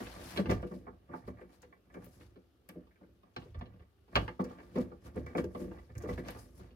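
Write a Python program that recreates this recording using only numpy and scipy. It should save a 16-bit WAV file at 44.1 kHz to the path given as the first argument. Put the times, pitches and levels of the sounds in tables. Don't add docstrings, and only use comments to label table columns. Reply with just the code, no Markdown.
import sys
import numpy as np
from scipy import signal
from scipy.fft import rfft, irfft
from scipy.io import wavfile
from scipy.ndimage import uniform_filter1d

SR = 44100
rng = np.random.default_rng(int(sys.argv[2]) if len(sys.argv) > 2 else 0)


def pcm_store(signal):
    levels = np.round(np.clip(np.atleast_2d(signal), -1, 1) * 32767)
    wavfile.write(sys.argv[1], SR, levels.astype(np.int16).T)


def linear_from_db(decibels):
    return 10 ** (np.asarray(decibels, float) / 20)


N = 297983


def evened(x):
    return x / np.sqrt(np.mean(x ** 2) + 1e-20)


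def read(points, hz):
    f, value = np.transpose(points)
    return np.interp(np.log(hz + 1), np.log(f + 1), value)


def sides(left_db):
    return linear_from_db(np.array([[left_db / 2], [-left_db / 2]]))


def add(mix, start_s, peak_db, sound):
    peak = np.sqrt(2 * uniform_filter1d(sound ** 2, 300, axis=1).mean(0).max())
    part = mix[:, round(max(start_s, 0) * SR):][:, :sound.shape[1]]
    part += linear_from_db(peak_db) / peak * sound[:, :part.shape[1]]


def strokes(peak_s, length_s, db, rise, rest_db, flat=1):
    t = np.arange(0, N + 64, 64)[:, None] / SR
    away = np.where(t < peak_s, (peak_s - t) / rise, (t - peak_s) / (1 - rise))
    away = away / np.maximum(length_s, .01)
    power = (linear_from_db(db - 20 * away ** flat) ** 2).sum(1) + linear_from_db(rest_db) ** 2
    return np.interp(np.arange(N) / SR, t[:, 0], np.sqrt(power))


def hiss(colour, same, size):
    frames, hz = N // (size // 4) + 5, np.fft.rfftfreq(size, 1 / SR)
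    a, b, c, d, patches = rng.standard_normal((frames, len(hz), 5)).T
    patches = evened(uniform_filter1d(uniform_filter1d(patches, 9, 0), 9, 1))
    like = np.clip(read(same, hz), -1, 1)[:, None]
    left = a + 1j * b
    right = like * left + np.sqrt(1 - like ** 2) * (c + 1j * d)
    z = np.array([left, right]) * linear_from_db(read(colour, hz)[:, None] + 2.0 * patches)
    return evened(signal.istft(z, nperseg=size, noverlap=size - size // 4)[1][:, :N])


RING_SAMPLES = 12000


def ring(modes, turn, crowd_db, thud_db, lag_samples):
    t = np.arange(RING_SAMPLES) / SR
    hz, db, t60 = np.transpose(modes)
    crowd = np.geomspace(0.896 * hz[0], 1.12 * hz[-1], num=30) * (1 + 0.02 * rng.standard_normal(30))
    thud = np.geomspace(0.938 * hz[0], 1.026 * hz[-1], num=6)
    random_sign = rng.choice([-1., 1.], len(hz) + len(crowd))
    sign = np.r_[random_sign, (-1.) ** np.arange(len(thud))][:, None]
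    db = np.r_[db, np.interp(crowd, hz, db) + crowd_db, np.interp(thud, hz, db) + thud_db][:, None]
    t60 = np.r_[t60, .55 * np.interp(crowd, hz, t60), 16. / thud][:, None]
    hz = np.r_[hz, crowd, thud][:, None]
    phase = turn * hz / hz.max() * rng.standard_normal(hz.shape)
    decay = sign * linear_from_db(db - 60 * t / t60)
    swing = [decay * np.sin(2 * np.pi * hz * t + side * phase) for side in (1, -1)]
    left, right = np.sum(swing, 1) * (1 - np.exp(-t * hz.min() * 3))
    late_right = np.pad(right, (lag_samples, 0))[:RING_SAMPLES]
    return np.array([left / np.linalg.norm(left), late_right / np.linalg.norm(right)])


# frequency in Hz, relative level in dB, t60 in seconds.
BOARD_MODES = [(55.3, -4, 0.35), (80.55, -1.5, 0.23), (102.6, 5, 0.098), (145.4, -13, 0.19)]
HOLLOW_MODES = [(183.7, -1.5, 0.13), (256.6, -1, 0.13), (301, -0.5, 0.052), (354.1, 2, 0.1),
                (426.4, 5, 0.046), (489.6, -3, 0.12), (586, -5.5, 0.069)]
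PANEL_MODES = [(740, 5, 0.024), (870, 1.5, 0.063), (1093, 1, 0.039), (1187, 1.5, 0.067), (1268, -10, 0.057),
               (1407, 1, 0.023)]
RIM_MODES = [(1600, 1.5, 0.053), (1783, 0, 0.053), (2001, -3, 0.051), (2282, -2, 0.054), (2407, -19, 0.056)]
CRACK_MODES = [(2810, 6.5, 0.013), (2878, -2, 0.039), (3315, 1, 0.035), (3496, -6.5, 0.037),
               (4040, 1.5, 0.013), (4385, -4, 0.03), (4740, -26.5, 0.058), (4946, -11, 0.059)]
LAG_SAMPLES = [0, 3, 19, 19, 19]


def housing():
    return [ring(BOARD_MODES, turn=0.059, crowd_db=-19, thud_db=-17.0, lag_samples=LAG_SAMPLES[0]),
            ring(HOLLOW_MODES, turn=0.4, crowd_db=-15.5, thud_db=-6, lag_samples=LAG_SAMPLES[1]),
            ring(PANEL_MODES, turn=1.0, crowd_db=-6.5, thud_db=5.5, lag_samples=LAG_SAMPLES[2]),
            ring(RIM_MODES, turn=0.68, crowd_db=-3.5, thud_db=7.5, lag_samples=LAG_SAMPLES[3]),
            ring(CRACK_MODES, turn=1.0, crowd_db=-5.0, thud_db=10.0, lag_samples=LAG_SAMPLES[4])]


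LEFT_DB = [-2, 1.1, -3, 0.9, -.5]
# peak time in seconds, length in seconds, level in dB.
SHOVES = [(0.001, 0.32, -46.5), (0.23, 0.38, -48), (.36, 0.9, -49.5), (0.503, 0.24, -31.5),
          (0.54, 0.21, -50), (0.67, 0.13, -69), (0.776, 0.24, -50.5), (0.887, .15, -55), (1.133, 0.2, -51),
          (1.29, 0.29, -47), (1.64, 0.2, -58), (1.85, 0.37, -67), (2.014, 0.5, -53), (2.255, 0.18, -56.5),
          (2.747, 0.26, -60), (3.083, 0.32, -62.5), (3.39, .12, -46), (3.49, .35, -57.5), (3.58, 0.14, -39),
          (3.72, 0.31, -54), (3.805, 0.14, -53), (3.998, .17, -64), (4.174, 0.089, -30.5),
          (4.232, 0.19, -43.5), (4.475, 0.76, -54), (4.804, .35, -47), (5.065, 0.1, -48),
          (5.191, 0.27, -40.5), (5.427, .25, -42.5), (5.555, .08, -47), (5.663, 0.38, -47),
          (5.743, .12, -60), (5.815, 0.32, -58), (5.902, 0.11, -47.5), (5.972, 0.067, -41.5),
          (6.08, 0.23, -41.5), (6.14, 0.34, -40.5), (6.295, 0.33, -51), (6.415, 0.52, -55),
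          (6.615, 0.36, -53)]
# peak time in seconds, length in seconds, hollow level in dB, panels over hollow in dB.
RUBS = [(0.001, 0.25, -59.5, 10.5), (0.16, 0.35, -55.5, -1), (0.21, 0.11, -44.5, -13),
        (0.35, 0.9, -52.5, -10), (0.495, 0.12, -34, -34), (0.518, 0.061, -48, 9), (0.567, .15, -50, -3.5),
        (0.627, 0.083, -64, -4), (0.664, 0.077, -50.5, -17), (0.743, .17, -46, -25),
        (0.863, 0.16, -53, -14), (1.135, 0.13, -52.5, -1), (1.225, 0.66, -64, -4), (1.335, 0.14, -54, -27),
        (1.389, 0.075, -60.5, 3.5), (1.437, .08, -64, -6), (1.5, 0.13, -61, -5.5), (1.66, 0.8, -66, -12.5),
        (1.91, 0.25, -74, -2), (1.976, 0.33, -57, -6.5), (2.217, 0.47, -65, -12),
        (2.736, 0.27, -57.5, -11.5), (3.068, 0.7, -69, -19), (3.264, .3, -77, 2), (3.605, 0.2, -68, 9.5),
        (3.71, 0.23, -63.5, -5.5), (3.806, 0.1, -67, -1), (4.134, 0.047, -52, -3.5),
        (4.22, 0.13, -42.5, -18), (4.433, 0.18, -62, -29), (4.515, 0.56, -54.5, -6),
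        (4.646, 0.82, -61.5, -15), (4.797, 0.19, -38.5, -15.5), (5.072, 0.23, -55.5, -8),
        (5.171, 0.11, -38, -16), (5.295, 0.33, -62.5, 4), (5.416, 0.29, -46.5, -27),
        (5.513, 0.074, -57, -4.5), (5.576, .17, -49, -28), (5.627, 0.23, -41, -18),
        (5.751, 0.11, -55.5, -1), (5.9, 0.11, -64, -8), (6.02, .12, -61, 6), (6.065, .25, -46, -9),
        (6.167, 0.34, -60.5, -7), (6.291, 0.18, -44.5, -6), (6.348, 0.3, -61, -2),
        (6.485, 0.61, -60.5, -31), (6.617, 0.38, -62, -5.5)]
REST_DB = [-81.5, -93, -95.5, -88.5]
SHOVE_RISE, RUB_RISE = 0.33, 0.32


def push(bodies):
    peak_s, length_s, hollow_db, over_db = np.transpose(RUBS)
    efforts = [strokes(*np.transpose(SHOVES), SHOVE_RISE, REST_DB[0]),
               strokes(peak_s, length_s, hollow_db, RUB_RISE, REST_DB[1]),
               strokes(peak_s, length_s, hollow_db + over_db, RUB_RISE, REST_DB[2])]
    slips = rng.standard_normal(N) * (rng.random(N) < 2200 / SR)
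    slips *= linear_from_db(4.7 * np.minimum(rng.exponential(1, N), 4))
    boards, hollow, panel, rim = bodies[:4]
    out = np.zeros((2, N))
    for body, effort, left_db in zip([boards, hollow, panel + 0.5 * rim], efforts, LEFT_DB):
        shaken = evened(signal.oaconvolve(slips[None], body, axes=1)[:, :N])
        out += effort * sides(left_db) * shaken
    return out


# peak time in seconds, length in seconds, level in dB before the gains in sleeve(),
# tautness 0-1 (a taut stroke is brighter and sets in more slowly).
SWISHES = [(0.001, 0.64, -58, 0.38), (0.12, 0.71, -63.5, 0), (0.243, 0.14, -59.5, 0.8),
           (0.285, 0.22, -55.5, 0.54), (0.312, 0.24, -57, 0.35), (0.374, 0.079, -54, 0.5),
           (0.4, 0.037, -54, 0.1), (0.477, 0.18, -77, 0.3), (0.511, 0.1, -54, 0), (0.624, 0.05, -71, 0.4),
           (0.673, .05, -70, .4), (.745, 0.23, -70.5, 0.6), (1.174, 0.17, -72, 0.53),
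           (1.28, 0.066, -67, 0.34), (1.413, .15, -80, 0.4), (1.54, 0.14, -71.5, 0.5),
           (1.628, 0.082, -73.5, 0), (1.947, 0.074, -74, 0.3), (2.046, 0.11, -70, 0.47),
           (2.15, 0.34, -70.5, 0.84), (2.223, 0.16, -70.5, 0.3), (2.695, 0.025, -62, 0.28),
           (3.393, 0.029, -92, .03), (3.41, 0.29, -74.5, 0), (4.153, 0.031, -58, 0),
           (4.192, 0.29, -66, 0.12), (4.407, 0.049, -63, 0), (4.504, 0.25, -72, 0),
           (4.657, 0.9, -76.5, 0.2), (4.761, 0.089, -62.5, 0.1), (4.812, 0.066, -61, 0.2),
           (5.068, 0.08, -63.5, 0.6), (5.176, 0.14, -69, .24), (5.287, 0.18, -73.5, 0),
           (5.388, .08, -57, 0.46), (5.453, 0.044, -69, 1), (5.617, 0.19, -63, 0.81),
           (5.74, 0.64, -76, 0.2), (5.987, 0.032, -62, 1), (6.025, .08, -68, 0.5), (6.099, 0.1, -59, 0.2),
           (6.137, 0.049, -61, 0.2), (6.188, .09, -63, .15), (6.283, 0.16, -60, .03),
           (6.32, 0.073, -68, 0.2), (6.396, 0.055, -59, 0.86), (6.421, 0.31, -66, 0.86),
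           (6.589, 0.14, -68.5, 0.97), (6.61, .2, -72.5, 0)]
# frequency in Hz, relative level in dB per Hz.
SLACK_COLOUR = [(410, -32), (700, 4.5), (1300, -2.5), (1500, -1), (3740, -7), (4550, -6), (7590, -16),
                (15000, -19), (16000, -26)]
TAUT_COLOUR = [(1470, -42), (2500, -26.5), (4110, 0), (5110, 8.5), (7530, 3.5), (8800, 4.5), (11200, 7.5),
               (13500, -0.5), (16000, -5.5)]
SLACK_RISE, TAUT_RISE = 0.28, 0.69
REST_TAUT = 0.3


def sleeve():
    peak_s, length_s, db, taut = np.transpose(SWISHES)
    taut = np.clip(taut, .001, .999)
    rise = np.clip(SLACK_RISE + (TAUT_RISE - SLACK_RISE) * taut, .05, .95)

    def effort(share, rest_share):
        rest_db = REST_DB[3] + 10 * np.log10(rest_share)
        return strokes(peak_s, length_s, db + 10 * np.log10(share), rise, rest_db, flat=1.08)

    slack, bright = effort(1 - taut, 1 - REST_TAUT), effort(taut, REST_TAUT)
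    likeness = [(100, 0.2), (16000, 0.035)]  # (Hz, left-right likeness)
    slack_hiss = hiss(SLACK_COLOUR, likeness, size=256)
    taut_hiss = hiss(TAUT_COLOUR, likeness, size=256)
    grains = evened(linear_from_db(1.2 * evened(uniform_filter1d(rng.standard_normal(N), 200))))
    return sides(4.36) * grains * (linear_from_db(6.0) * slack * slack_hiss + bright * taut_hiss)


# start in seconds, hollow level in dB, then panel, rim and crack
# over hollow in dB.
BUMPS = [(0.003, -34.5, -10, -16, -28), (0.068, -44.5, -16, -4.5, -6), (0.212, -46.5, -24, -22, -9),
         (0.362, -38.5, -4, -12, -6), (0.374, -32.5, -7, -5, -0.5), (0.387, -22.5, -15.5, -20, -31),
         (0.457, -35, -7, -10, -13), (0.494, -22.5, -8, -14.5, -23), (0.511, -27, -11, -32, -14.5),
         (0.526, -30.5, -26, -24, -23), (0.627, -34, -10.5, -19.5, -25), (0.671, -57, -25, -11, -10),
         (0.711, -38.5, -9, -21, -38), (0.866, -54.5, 7.5, -6, -31), (0.877, -48, 1.5, -24, -39),
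         (1.09, -45.5, -8.5, -29, -37), (1.134, -39.5, 1, -18, -38), (1.275, -37, -10.5, -19, -43),
         (1.369, -62, -10, -3, -40), (1.41, -47, -11, -11, -41), (1.439, -55, -22, -25, -31),
         (1.63, -52.5, -3.5, -6, -16), (1.725, -64, 8, 7.5, -12), (1.9, -67.5, 3, 3.5, -19),
         (1.94, -47, -5.5, -7.5, -44), (1.963, -41.5, -12, -25, -50), (2.019, -55, -2, -11, -26),
         (2.062, -51, -14, -30, -20), (2.209, -54.5, -8, -8, -10), (2.358, -50, -14.5, -22, -21),
         (2.69, -51, -3, -3, -4.5), (2.756, -40, -37, -37, -41), (2.869, -65, 0, -20, -10),
         (2.909, -80.5, 5, 12, -15), (2.958, -81, 2, 14, -10), (3.008, -51.5, -10.5, -30, -45),
         (3.03, -55, -14, -16, -44), (3.232, -62, 2, -28, -10), (3.269, -67, -4, -23, -30),
         (3.363, -42, 4.5, -3, -1.5), (3.419, -52, -5, -34, -8), (3.457, -50, -17, -39, -32),
         (3.545, -51.5, -1.5, -6.5, -9), (3.61, -41, -3, -13, -15), (3.657, -53.5, -20, -18, -9),
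         (3.737, -55, -11, -38, -16.5), (3.795, -61, -10, -8, -10), (3.82, -64, -4, -5.5, -11),
         (4.08, -57.5, -7, -22, -16), (4.155, -28.5, 5.5, 1, 4.5), (4.164, -30.5, 6, 4, 4.5),
         (4.279, -42.5, 4.5, 2.5, -3.5), (4.393, -25.5, -7.5, -27, -39), (4.443, -38.5, -14, -17, -24),
         (4.503, -47.5, -0.5, -33, -35), (4.585, -54, 0.5, -1.5, -11), (4.6, -56, 2, -1, -14),
         (4.756, -28, -14.5, -22.5, -31), (4.773, -23.5, -16, -33, -32), (4.915, -45, -6, -30, -33),
         (5.061, -55, 2, -18.5, -31), (5.159, -33.5, -16.5, -35, -41), (5.263, -47.5, -0.5, -0.5, -17),
         (5.294, -47, -20, -14, -28), (5.348, -27.5, -7.5, -16.5, -49), (5.379, -26.5, -7.5, -14.5, -19.5),
         (5.44, -33.5, -17, -20, -26), (5.548, -36.5, -2, -20, -23.5), (5.563, -56, -8, -14, -21),
         (5.601, -41, -24, -34, -34), (5.639, -39, -16, -26, -32), (5.713, -49, -2, -10, -20),
         (5.784, -56, 0, -4, -10), (5.893, -53, -11, -9.5, -37), (5.952, -52, -8.5, -5, -19),
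         (5.979, -53, -19, -9, -39), (6.035, -34.5, -16.5, -35, -31), (6.086, -33.5, -6, -12.5, -46),
         (6.177, -35.5, -12, -9.5, -23), (6.249, -56.5, -11, -2, -5), (6.285, -40.5, 0, -4, -6),
         (6.36, -49, -2.5, -26, -15), (6.593, -49, -8, -33.5, -21), (6.707, -55.5, -23, -25, -11.5)]
SPOTS = 5
CONTACT_HARD_S, CONTACT_SOFT_S = 0.0078, .011


def bumps(spots):
    out, t = np.zeros((2, N)), np.arange(4096) / SR
    chatter = rng.standard_normal((len(BUMPS), 2, len(t)))
    jolts = np.minimum(rng.exponential(1, (len(BUMPS), 1, len(t))), 4)
    chatter *= linear_from_db(1.8 * jolts)
    chatter[:, :, 8] += 14.
    boards_db = -19.5
    stretches = [0.88, 1.56, 1.38, 1.4, 1.3]
    aparts = [0.0092, 0.05, 1.0, 0.51, 0.17]
    for k, (start_s, hollow_db, *over_db) in enumerate(BUMPS):
        force, other = chatter[k]
        soft = np.clip(.12 - over_db[-1] / 55, 0, 1)
        contact_s = CONTACT_HARD_S + (CONTACT_SOFT_S - CONTACT_HARD_S) * soft
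        parts = zip(spots[k % SPOTS], [boards_db, 0, *over_db], LEFT_DB, stretches, aparts)
        for body, db, left_db, stretch, apart in parts:
            blow = np.exp(-t / (contact_s * stretch)) * (1 - soft * np.exp(-t / (contact_s * 0.15)))
            drive = blow * np.array([force, (force + apart * other) / np.hypot(1, apart)])
            add(out, start_s, hollow_db + db, sides(left_db) * signal.fftconvolve(drive, body, axes=1))
    return out


def hump(x, centre_hz, octaves, floor_db):
    hz = np.fft.rfftfreq(x.shape[-1], 1 / SR) + 1
    gain = linear_from_db(floor_db) + np.exp(-(np.log2(hz / centre_hz) / octaves) ** 2)
    return irfft(rfft(x) * gain, x.shape[-1])


# start in seconds, level in dB, favoured frequency in Hz, decay time constant in seconds.
TICKS = [(0.5004, -47.5, 5200, 0.019), (0.511, -44.5, 5300, 0.0046), (1.619, -59, 6300, 0.0076),
         (1.941, -69, 6370, 0.0085), (2.0445, -54.5, 11900, 0.0055), (2.057, -56, 14500, 0.007),
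         (2.6893, -47.5, 11000, 0.0016), (3.3638, -59, 5640, 0.0032), (3.59, -68, 5000, 0.0065),
         (4.16, -38, 5500, 0.0021), (4.291, -73, 5040, 0.0065), (4.441, -54.5, 5100, 0.0096),
         (4.784, -54, 5460, 0.004), (5.159, -64.5, 9000, 0.0044), (5.263, -60.5, 5160, 0.006),
         (5.373, -52, 5370, 0.0064), (5.442, -54, 5330, 0.004), (5.9519, -65, 6200, 0.0051),
         (5.98, -50, 6400, 0.004), (6.021, -57, 6000, 0.015), (6.159, -69, 5950, 0.0043),
         (6.284, -48, 4940, 0.0046), (6.3066, -49.5, 10800, 0.0067)]


def ticks():
    out, t = np.zeros((2, N)), np.arange(4096) / SR
    bursts = rng.standard_normal((len(TICKS), 2, len(t)))
    high = signal.butter(4, 4600, "highpass", fs=SR, output="sos")
    for (start_s, db, hz, decay_s), (left, other) in zip(TICKS, bursts):
        burst = np.array([left, 0.48 * np.roll(left, LAG_SAMPLES[3]) + 0.56 * other])
        burst = hump(burst, hz, octaves=0.38, floor_db=-12.5) * np.exp(-t / np.clip(decay_s, .001, .03))
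        add(out, start_s, db, sides(7.2) * signal.sosfilt(high, burst))
    return out


# frequency in Hz, t60 in seconds.
ROOM_T60 = [(100, 0.32), (500, 0.29), (2000, 0.2), (8000, 0.22)]
# frequency in Hz, likeness 0-1.
LIKENESS = [(60, 0.9), (300, 0.65), (700, 0.75), (1500, 0.031), (16000, .05)]


def room(x):
    taps = np.zeros((2, SR // 2))
    at = np.arange(200, SR // 2 - 20, 20) + rng.integers(0, 20, (2, (SR // 2 - 201) // 20))
    np.put_along_axis(taps, at, rng.choice([-1., 1.], at.shape), 1)
    hz, t, z = signal.stft(taps, SR, nperseg=256)
    like = np.clip(read(LIKENESS, hz), 0, 1)[:, None]
    z[1] = like * z[0] + np.sqrt(1 - like ** 2) * z[1]
    decay = linear_from_db(-60 * t / read(ROOM_T60, hz)[:, None])
    tail = signal.istft(z * decay, SR, nperseg=256)[1]
    return signal.fftconvolve(x, tail / np.linalg.norm(tail[0]), axes=1)[:, :N]


# frequency in Hz, relative level in dB per Hz.
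AIR_COLOUR = [(15, -21), (25, -16.5), (76, 9.5), (141, -8.5), (363, -2.5), (887, -22), (962, -32),
              (1190, -15.5), (2110, -29), (2840, -22), (7510, -41), (14400, -31), (16000, -44)]
AIR_RMS_DB = -70.5


def air():
    return linear_from_db(AIR_RMS_DB) * hiss(AIR_COLOUR, LIKENESS, size=2048)


def scene():
    spots = [housing() for _ in range(SPOTS)]
    near = bumps(spots) + push(spots[0]) + ticks() + sleeve()
    return near + linear_from_db(-12.0) * room(near) + air()


def roll_off(x):
    return signal.sosfilt(signal.butter(12, 16300, fs=SR, output="sos"), x)


def record(dry):
    bass_cut = signal.butter(4, 53, "highpass", fs=SR, output="sos")
    thinned = signal.sosfilt(bass_cut, dry)
    thinned = signal.oaconvolve(thinned, signal.firwin(511, 15950, fs=SR)[None], "same")
    return roll_off(thinned)


dry = scene()
out = record(dry)
pcm_store(out)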